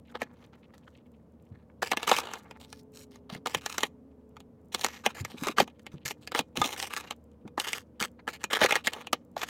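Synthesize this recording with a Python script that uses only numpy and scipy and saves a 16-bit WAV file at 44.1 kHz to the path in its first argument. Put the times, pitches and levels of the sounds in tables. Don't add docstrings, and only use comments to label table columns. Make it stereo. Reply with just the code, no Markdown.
import sys
import numpy as np
from scipy import signal
from scipy.fft import rfft, irfft
from scipy.io import wavfile

SR = 44100
rng = np.random.default_rng(int(sys.argv[2]) if len(sys.argv) > 2 else 0)


def generate_wav(signal):
    frames = np.transpose(np.atleast_2d(signal))
    scaled = np.clip(frames, -1, 1) * 32767
    pcm = np.round(scaled).astype(np.int16)
    wavfile.write(sys.argv[1], SR, pcm)


N = 418494
TIME = np.arange(N) / SR
CUTOFF_HZ = 16100
# (gain [dB], gain per brightness [dB/dB])
PAPER_GAINS = [(1.5, -1.0), (6, 0.2), (0.05, 2)]


def from_db(db):
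    return 10 ** (np.asarray(db) / 20)


def rms_one(x):
    return x / np.sqrt(np.mean(x ** 2) + 1e-20)


def at_hz(points, hz):
    freqs, values = np.transpose(points)
    return np.interp(np.log(np.maximum(hz, 1)), np.log(freqs), values)


def band(x, low_hz, high_hz, order=3):
    return signal.sosfilt(signal.butter(order, [low_hz, high_hz], "band", fs=SR, output="sos"), x + 1e-18)


def colour(x, points, size=2048):
    cepstrum = irfft(np.log(from_db(at_hz(points, np.fft.rfftfreq(size, 1 / SR)))))
    cepstrum[1:size // 2] *= 2
    cepstrum[size // 2 + 1:] = 0
    response = irfft(np.exp(rfft(cepstrum)))
    return signal.oaconvolve(x, np.array(response, ndmin=x.ndim), axes=-1)[..., :x.shape[-1]]


def drift(rate_hz):
    knots = rng.standard_normal(int(rate_hz * N / SR) + 2)
    return rms_one(np.interp(TIME * rate_hz, np.arange(len(knots)), knots))


def add(out, start_s, sound):
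    at = int(round(start_s * SR))
    out[..., at:at + sound.shape[-1]] += sound[..., :out.shape[-1] - at]


def fan_hum(waver_db=2.5, wobble=.013):
    fan = [(0, 61.1, -77), (2.001, 57.9, -72), (2.451, 54.9, -67.5), (2.7, 54, -61), (3.0, 53.16, -55.5),
           (3.15, 49.96, -54), (3.4, 53.83, -57), (4.001, 53.65, -58.5), (4.6, 53.43, -64.5),
           (5.3, 54.6, -63), (5.799, 60.38, -64), (9.49, 59.4, -62.5)]
    harmonics = [(5, -4), (8, -5.5)]  # (multiple of speed, gain [dB])
    hum = [(75.4, -65.5), (236.9, -63.5)]  # (frequency [Hz], level [dB])
    times_s, speed_hz, fan_db = np.transpose(fan)
    turns = np.cumsum(np.interp(TIME, times_s, speed_hz) * (1 + wobble * drift(12))) / SR
    tones = [(k * turns, np.interp(TIME, times_s, fan_db) + db) for k, db in harmonics]
    tones += [(hz * TIME + .26 * drift(4.8), db) for hz, db in hum]
    return sum(np.sqrt(2) * np.sin(2 * np.pi * cycles) * from_db(db + waver_db * drift(4.7))
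               for cycles, db in tones)


def room_air(level_db=-57, side_db=-13):
    spectrum = [(28, -23), (48, -18), (62, -18.5), (78, -4), (125, -5.5), (229, -2.5), (326, -11),
                (384, -13.5), (489, -8), (695, -21.5), (988, -25), (1800, -39.5), (4000, -50), (15000, -54)]
    mid, side = (rms_one(colour(rng.standard_normal(N), spectrum, size=8192)) for _ in range(2))
    side = from_db(side_db) * side + .7 * band(side, 1200, 18000, order=1)
    return from_db(level_db) * (mid + side * np.array([[1], [-1]]))


def bedroom(x, gap_s=.006, size=18000):
    decay_times = [(100, .35), (1000, .3), (4000, .25), (15000, .16)]  # (frequency [Hz], t60 [s])
    tail_gains = [(100, -20), (600, -24), (2500, -37), (8000, -30), (15000, -38)]  # (frequency [Hz], gain [dB])
    t, edges_hz = np.arange(size) / SR, np.geomspace(80, 17000, 9)
    white, response = rng.standard_normal((2, size)), 0
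    for low, high in zip(edges_hz, edges_hz[1:]):
        hz = np.sqrt(low * high)
        decay = from_db(-60 * t / at_hz(decay_times, hz)) * (t > gap_s)
        decay /= np.linalg.norm(decay)
        response += from_db(at_hz(tail_gains, hz)) * band(white, low, high, order=2) * decay
    return signal.fftconvolve(x, response, axes=1)[:, :N]


def casing_shadow(x):
    shading = [(100, 0), (380, -1.5), (700, -1.5), (1290, -.5), (2380, -9), (4400, -8), (8120, -5.5),
               (15000, -5.5)]
    left_lag = [(0, 0), (500, .15), (1210, .45), (2150, 1.1), (3530, 3.5), (4390, 4.5), (6030, 4.7),
                (8870, 6.2), (10600, 7.7), (13700, 8.5), (16000, 11)]
    hz = np.fft.rfftfreq(N, 1 / SR)
    shade = from_db(at_hz(shading, hz))
    lag_rad = np.interp(hz, *np.transpose(left_lag))
    left, right = rfft(x) * np.sqrt(2 / (1 + shade ** 2))
    return irfft(np.array([left * shade * np.exp(-1j * lag_rad), right]), N)


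def clutter_scatter(direct, scattered):
    share = [(150, -22.5), (500, -20.5), (1200, -20.5), (2400, 3), (6000, -7.5), (15000, 7)]  # (frequency [Hz], gain [dB])
    return direct + colour(scattered, share) * np.array([[1], [-1]])


def nightstand_top(force, direct_db=-4):
    contact = [(150, -8), (400, -2.5), (1500, 2), (3000, 10), (4400, 1), (5500, -2), (7500, -4),
               (10500, -10.5), (12500, -12), (16000, -20)]
    resonances = [(241, 63, -2), (370, 160, -6), (475.7, 68, -0.5), (838, 160, 3), (1172, 250, -5),
                  (1720, 49, 2), (1880, 49, -2), (2120, 120, 0), (2444, 28, -3), (3220, 1200, -14),
                  (3930, 450, -10.5), (5700, 72, -2), (6480, 990, -9)]
    force = colour(force, contact)
    out = from_db(direct_db) * force
    for hz, width_hz, db in resonances:
        out += from_db(db) * signal.lfilter(*signal.iirpeak(hz, hz / width_hz, fs=SR), force)
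    return out


def small_object(sound, pitches_hz, height, gain_db, q, reflection):
    for hz in pitches_hz:
        sound = sound + from_db(gain_db) * signal.lfilter(*signal.iirpeak(hz, q, fs=SR), sound)
    lag = int(.00015 * 6 ** height * SR)
    return sound + reflection * np.pad(sound, ((0, 0), (lag, 0)))[:, :-lag]


def wrapper_ticks(ticks_per_s=9, level_db=-61, spread_db=4.5, low_hz=6000, t60_s=.012, size=900):
    onsets = rng.random(N) < ticks_per_s / SR
    clicks = onsets * from_db(level_db + spread_db * np.clip(rng.standard_normal(N), -2, 2))
    crack = rng.standard_normal((2, size)) * from_db(-60 * np.arange(size) / SR / t60_s)
    return band(signal.oaconvolve(clicks[None], crack, axes=1)[:, :N], low_hz, CUTOFF_HZ, order=2)


def paper(creases_per_s, size_db, friction_db, snaps_per_s, snap_db, clump_db, clumps_per_s, patchy_db):
    bands_hz = [(330, 1600), (1600, 4500), (4500, 16000)]
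    sizes = from_db(size_db * np.minimum(rng.exponential(1, N), 4)) * rng.choice([-1, 1], (2, N))
    creases = rms_one(sizes * (rng.random(N) < creases_per_s / SR))
    snaps = rms_one(sizes * (rng.random(N) < snaps_per_s / SR))
    force = creases + from_db(snap_db) * snaps + from_db(friction_db) * rng.standard_normal((2, N))
    force *= from_db(clump_db * drift(clumps_per_s))
    sound = clutter_scatter(*nightstand_top(force, direct_db=-1.5))
    return [rms_one(band(sound, *edges) * from_db(patchy_db * drift(70))) for edges in bands_hz]


def rummage(brightness_db=-3):
    envelope = [(0.051, -75.5), (.3, -68), (.55, -78.5), (.85, -70), (1.12, -83.5), (1.55, -82),
                (1.75, -92), (2.2, -76), (2.42, -61.5), (2.6, -79), (2.9, -100), (4.9, -91), (5.2, -66),
                (5.7, -79.5), (6.2, -78.5), (6.5, -87), (9.49, -93.5)]
    bands = paper(creases_per_s=830, size_db=2, friction_db=-2, snaps_per_s=26, snap_db=-1.5,
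                  clump_db=4.5, clumps_per_s=50, patchy_db=8)
    sound = sum(from_db(db + slope * brightness_db) * part for part, (db, slope) in zip(bands, PAPER_GAINS))
    times_s, levels_db = np.transpose(envelope)
    return sound * np.interp(TIME, times_s, from_db(levels_db), left=0, right=0)


def rustle(rise_s=.004, fall_s=.0048, arch_db=1.5, linger=.032):
    strokes = [(0.086, 0.016, -63, -3.5, -3), (0.141, 0.023, -50, -8.0, 13), (0.197, 0.032, -50, -2, 9),
               (0.367, 0.082, -68, -2.5, -2), (0.524, 0.032, -67, -6.5, 0),
               (0.736, 0.012, -57.5, -2.5, 7.5), (0.866, 0.014, -64, -7, 5), (1.518, 0.11, -76, -6.5, 4),
               (1.818, 0.12, -49, 0.5, -16), (1.989, 0.081, -51, -2, 1), (2.068, 0.13, -35, 0, -2.5),
               (2.209, 0.19, -51, -3.5, -9.5), (2.596, 0.052, -59, 1, 3), (2.656, 0.14, -75.5, 6, 12.5),
               (2.923, 0.11, -65, 5, 13.5), (3.107, 0.063, -63, 2, -4), (3.292, 0.087, -55, -1, -9),
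               (3.453, 0.12, -51, 0.0, 17), (3.607, 0.15, -50.5, 0.5, 10.5), (3.784, 0.08, -47.5, 0.5, 3),
               (4.719, 0.14, -47, 1, 9.5), (4.87, 0.14, -54, 0.5, -4), (5.036, 0.079, -47.5, -2, -2.5),
               (5.145, 0.067, -48.5, 1, -3), (5.229, 0.13, -62, 0, 14), (5.366, 0.14, -44.5, 0, 8.5),
               (5.563, 0.053, -37.5, 0, 22), (5.915, 0.031, -64, -0.5, 2.5),
               (6.051, 0.065, -46.5, 4.5, -2.5), (6.208, 0.049, -68.5, 1.5, -4),
               (6.346, 0.064, -38, -1, -10.5), (6.555, 0.18, -39.5, 0.5, 1.5),
               (6.773, 0.11, -43.5, 1.0, -9.5), (6.9, 0.099, -43, 0.0, 7.5),
               (7.006, 0.117, -56.5, -3, 13.5), (7.572, 0.21, -44, 1, 6), (7.995, 0.062, -38, 0, 0),
               (8.183, 0.019, -63, -8.5, 0), (8.273, 0.088, -52.5, 0, 8), (8.393, 0.045, -61, -1, 4),
               (8.501, 0.071, -34, -2.5, 7.5), (8.588, 0.064, -33, -2, 10), (8.679, 0.12, -43.5, -2.5, -7),
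               (8.839, 0.067, -49.5, 2, -20), (8.919, 0.094, -48.5, -3, 1.5), (9.02, 0.046, -66, -5, -4),
               (9.372, 0.065, -43, -0.5, 13), (9.459, 0.037, -52, 1, 25)]
    bands = paper(creases_per_s=750, size_db=3, friction_db=-3.5, snaps_per_s=90, snap_db=-3.5,
                  clump_db=4, clumps_per_s=110, patchy_db=2)
    out = np.zeros((2, N))
    for start_s, length_s, db, brightness_db, growth_db in strokes:
        folds_hz = np.array([1400, 3200]) * np.array([2.4, 3]) ** rng.random(2)
        height = rng.random()
        release_s = fall_s + linger * length_s
        span = slice(int(start_s * SR), int((start_s + length_s + 5 * release_s) * SR))
        t = TIME[span] - TIME[span][0]
        grip = (1 - np.exp(-t / rise_s)) * np.exp(-np.maximum(t - length_s, 0) / release_s)
        progress = np.minimum(t / length_s, 1)
        swell_db = growth_db * (progress - .5) + arch_db * (np.sin(np.pi * progress) - .5)
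        pressure = grip * from_db(db + swell_db)
        for part, (band_db, slope) in zip(bands, PAPER_GAINS):
            sound = small_object(part[:, span], folds_hz, height, gain_db=1, q=42, reflection=.45)
            add(out, start_s, from_db(band_db + slope * brightness_db) * pressure * rms_one(sound))
    return out


def struck(hits, modes, vary_db=.5):
    out = np.zeros(N)
    for hz, mode_db, t60_s in modes:
        clicks = np.zeros(N)
        for start_s, db in hits:
            add(clicks, start_s, from_db([db + mode_db + vary_db * rng.standard_normal()]))
        radius, step_rad = from_db(-60 / (t60_s * SR)), 2 * np.pi * hz / SR
        feedback = [1, -2 * radius * np.cos(step_rad), radius ** 2]
        out += signal.lfilter([0, np.sin(step_rad)], feedback, clicks + 1e-18)
    return out


def metal_ring():
    hits = [(1.919, -60.5), (2.115, -48), (2.186, -44.5)]  # (time [s], level [dB])
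    modes = [(880, -14, 4.4), (1176, -8, 1.1), (1220, -11, .8), (1281, -13.5, .8), (1410, -11.5, .9),
             (1570, -4, .6), (1810, -16.5, .6), (2494, -8.5, .35), (2500, 2.5, .45), (2842, -12, .45),
             (3644, -8, .4), (5800, -14.5, .35), (5950, -14.5, .6)]
    return struck(hits, modes)


def tub_knock():
    hits = [(6.6165, -15.5)]  # (time [s], level [dB])
    modes = [(1225, 1, 0.065), (1000, -6, 0.0421), (3550, 3.5, 0.031), (5098, -20, .03)]  # (frequency [Hz], gain [dB], t60 [s])
    return struck(hits, modes)


def bumps(t60_cycles=17.4, rise_s=.0017, spread=.22, trim_db=-2, thud_db=-9, size=12000):
    pushes = [(0.218, -30, 262), (.219, -22, 540), (1.512, -38.5, 102), (3.325, -32.5, 194),
              (3.358, -30.5, 187), (3.557, -34.5, 159), (5.064, -30, 224), (5.205, -30, 101),
              (5.343, -33, 250), (5.42, -24, 255), (5.467, -17, 392), (5.491, -23, 312), (5.604, -11, 416),
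              (5.622, -24, 231), (5.94, -30.5, 145), (6.052, -37, 130), (6.394, -24, 241),
              (6.578, -23, 258), (6.589, -27.5, 135), (6.649, -29, 268), (7.452, -31.5, 213),
              (8.012, -28.5, 196), (8.618, -9, 460), (8.62, -34.5, 113.3), (8.645, -7.5, 494)]
    t, out = np.arange(size) / SR, np.zeros(N)
    for start_s, db, hz in pushes:
        modes = np.sin(2 * np.pi * hz * t)
        for side in (-1, 1):
            side_hz = hz * (1 + side * spread * rng.uniform(.6, 1.7))
            modes += .5 * np.sin(2 * np.pi * side_hz * t + rng.uniform(0, 2 * np.pi))
        thud = from_db(thud_db) * rms_one(band(rng.standard_normal(size), .7 * hz, 2.2 * hz, order=2))
        envelope = from_db(db + trim_db - 60 * t * hz / t60_cycles) * (1 - np.exp(-t / rise_s))
        add(out, start_s, envelope * (modes + thud))
    return out


def taps(lead_in_s=.005, lead_in_db=-18, spike=9, rise_s=.00032, attack_s=.006, grit_db=2, size=6000):
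    contacts = [(0.2174, -34, -6.5, 610), (1.8219, -38, -10, 1650), (1.8279, -30.5, -4.5, 1650),
                (1.8604, -48, -1, 2670), (1.916, -28.5, -1, 810), (1.9196, -30, -2, 880),
                (1.932, -35, -7.5, 1010), (1.9715, -29.5, -2, 660), (2.0302, -35.5, 2, 2680),
                (2.077, -28, -2.5, 1110), (2.095, -29, 0, 5060), (2.1146, -20, -5.5, 910),
                (2.1652, -33, 4, 2330), (2.186, -29.5, 2, 930), (2.3363, -37.5, 2.5, 1480),
                (2.5103, -47, -4.5, 860), (2.728, -45.5, 4.5, 1460), (3.158, -57, -0.5, 6500),
                (3.2993, -50, -3.5, 650), (3.3487, -44.5, -0.5, 680), (3.4597, -33, -2.5, 1150),
                (3.4705, -33, 1, 860), (3.547, -26.5, -1, 1650), (3.6615, -32, 3.5, 3900),
                (3.7817, -29.5, 3, 3980), (3.8328, -25, -2, 1754), (4.367, -53, -5.5, 954),
                (4.4035, -55, 2, 750), (4.7466, -28.5, 2, 5630), (4.812, -44, 10, 3740),
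                (4.8455, -24.5, 2.5, 4380), (4.864, -34.5, 4, 1400), (5.0621, -22.5, -2, 729),
                (5.2495, -37.5, 2.5, 2210), (5.4702, -33, -1, 820), (5.4843, -33, 1.5, 1090),
                (5.5832, -25, -6, 1160), (5.6008, -21.5, -3, 644), (5.6766, -49.5, -3.5, 849),
                (5.7945, -61.5, 1.5, 755), (5.8655, -44.5, -3, 3610), (6.059, -40, 5.5, 1830),
                (6.108, -37.5, -2, 653), (6.2742, -42, 1.5, 4810), (6.3188, -39, -2.5, 1560),
                (6.3489, -28.5, -5.5, 940), (6.391, -26.5, 1.5, 680), (6.6168, -28, -1.5, 1080),
                (6.6425, -32, 0.5, 3600), (6.7632, -47, -1.5, 3300), (6.7998, -37, 3, 5200),
                (6.8267, -35.5, 5.5, 2130), (6.9648, -36.5, 3.5, 1800), (7.1084, -36, 1, 1224),
                (7.316, -78, 6, 9000), (7.4769, -54.5, -4.5, 715), (7.5778, -36, -11.5, 860),
                (7.5994, -32.5, 8, 2970), (7.7316, -34, 7.5, 2188), (8.002, -37.5, 6.5, 3030),
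                (8.0255, -31.5, 4, 2030), (8.2772, -34, -8, 820), (8.2865, -38.5, -3.5, 1330),
                (8.4404, -30, 0, 6660), (8.5316, -28, 0, 3440), (8.6146, -24.5, -7, 2950),
                (8.6417, -29, 5, 1750), (8.6604, -27.5, 0.5, 1420), (8.7082, -27.5, -3, 2650),
                (8.723, -24.5, -2.5, 2160), (8.755, -26, 0.5, 1830), (8.7622, -30.5, -1, 1990),
                (8.871, -28, 2.5, 1960), (8.8753, -28, -1, 1900), (8.9343, -40.5, 5, 3000),
                (9.0702, -42, -1.5, 2570), (9.1305, -23, -0.5, 2983), (9.3656, -38.5, -8.5, 650)]
    bands_hz = [(150, 600), (600, 1600), (1600, 4500), (4500, 16000)]
    decays = [(0.039, 0.097, -24), (0.027, 0.08, -21), (0.023, .07, -14), (0.011, 0.04, -9.5)]
    gains = [(-9, -0.81), (1, -0.63), (5, 0.34), (-1.5, 0.84)]
    t, shape = np.arange(size) / SR, (2, len(contacts), size)
    rebounds = rms_one(rng.standard_normal(shape) * from_db(grit_db * rng.standard_normal(shape)))
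    heights = rng.random(len(contacts))
    hardness_db = np.array(contacts)[:, 2:3]
    sounds, out = np.zeros(shape), np.zeros((2, N))
    for edges, (crack_t60_s, ring_t60_s, ring_db), (band_db, slope) in zip(bands_hz, decays, gains):
        force = rebounds * (from_db(-60 * t / crack_t60_s) + from_db(ring_db - 60 * t / ring_t60_s))
        force *= 1 - np.exp(-t / rise_s)
        force[0, :, 2:3] += spike * from_db(.6 * hardness_db)
        stereo = clutter_scatter(*nightstand_top(force.reshape(2, -1)))
        part = band(stereo, *edges).reshape(shape)
        attack_rms = np.std(part[..., :int(attack_s * SR)], axis=(0, 2), keepdims=True)
        sounds += from_db(band_db + slope * hardness_db) * part / attack_rms
    for i, (start_s, db, _, hz) in enumerate(contacts):
        landing = small_object(sounds[:, i], [hz], heights[i], gain_db=2, q=6.6, reflection=.52)
        add(out, start_s, from_db(db) * landing)
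        add(out, start_s - lead_in_s * (.5 + heights[i]), from_db(db + lead_in_db) * sounds[:, i])
    return out


def scene():
    things = taps() + bumps() + rustle() + rummage() + wrapper_ticks() + tub_knock() + metal_ring()
    return casing_shadow(things) + bedroom(things) + fan_hum() + room_air()


def record(dry):
    return signal.sosfilt(signal.ellip(10, .2, 70, CUTOFF_HZ, fs=SR, output="sos"), dry)


dry = scene()
out = record(dry)
generate_wav(out)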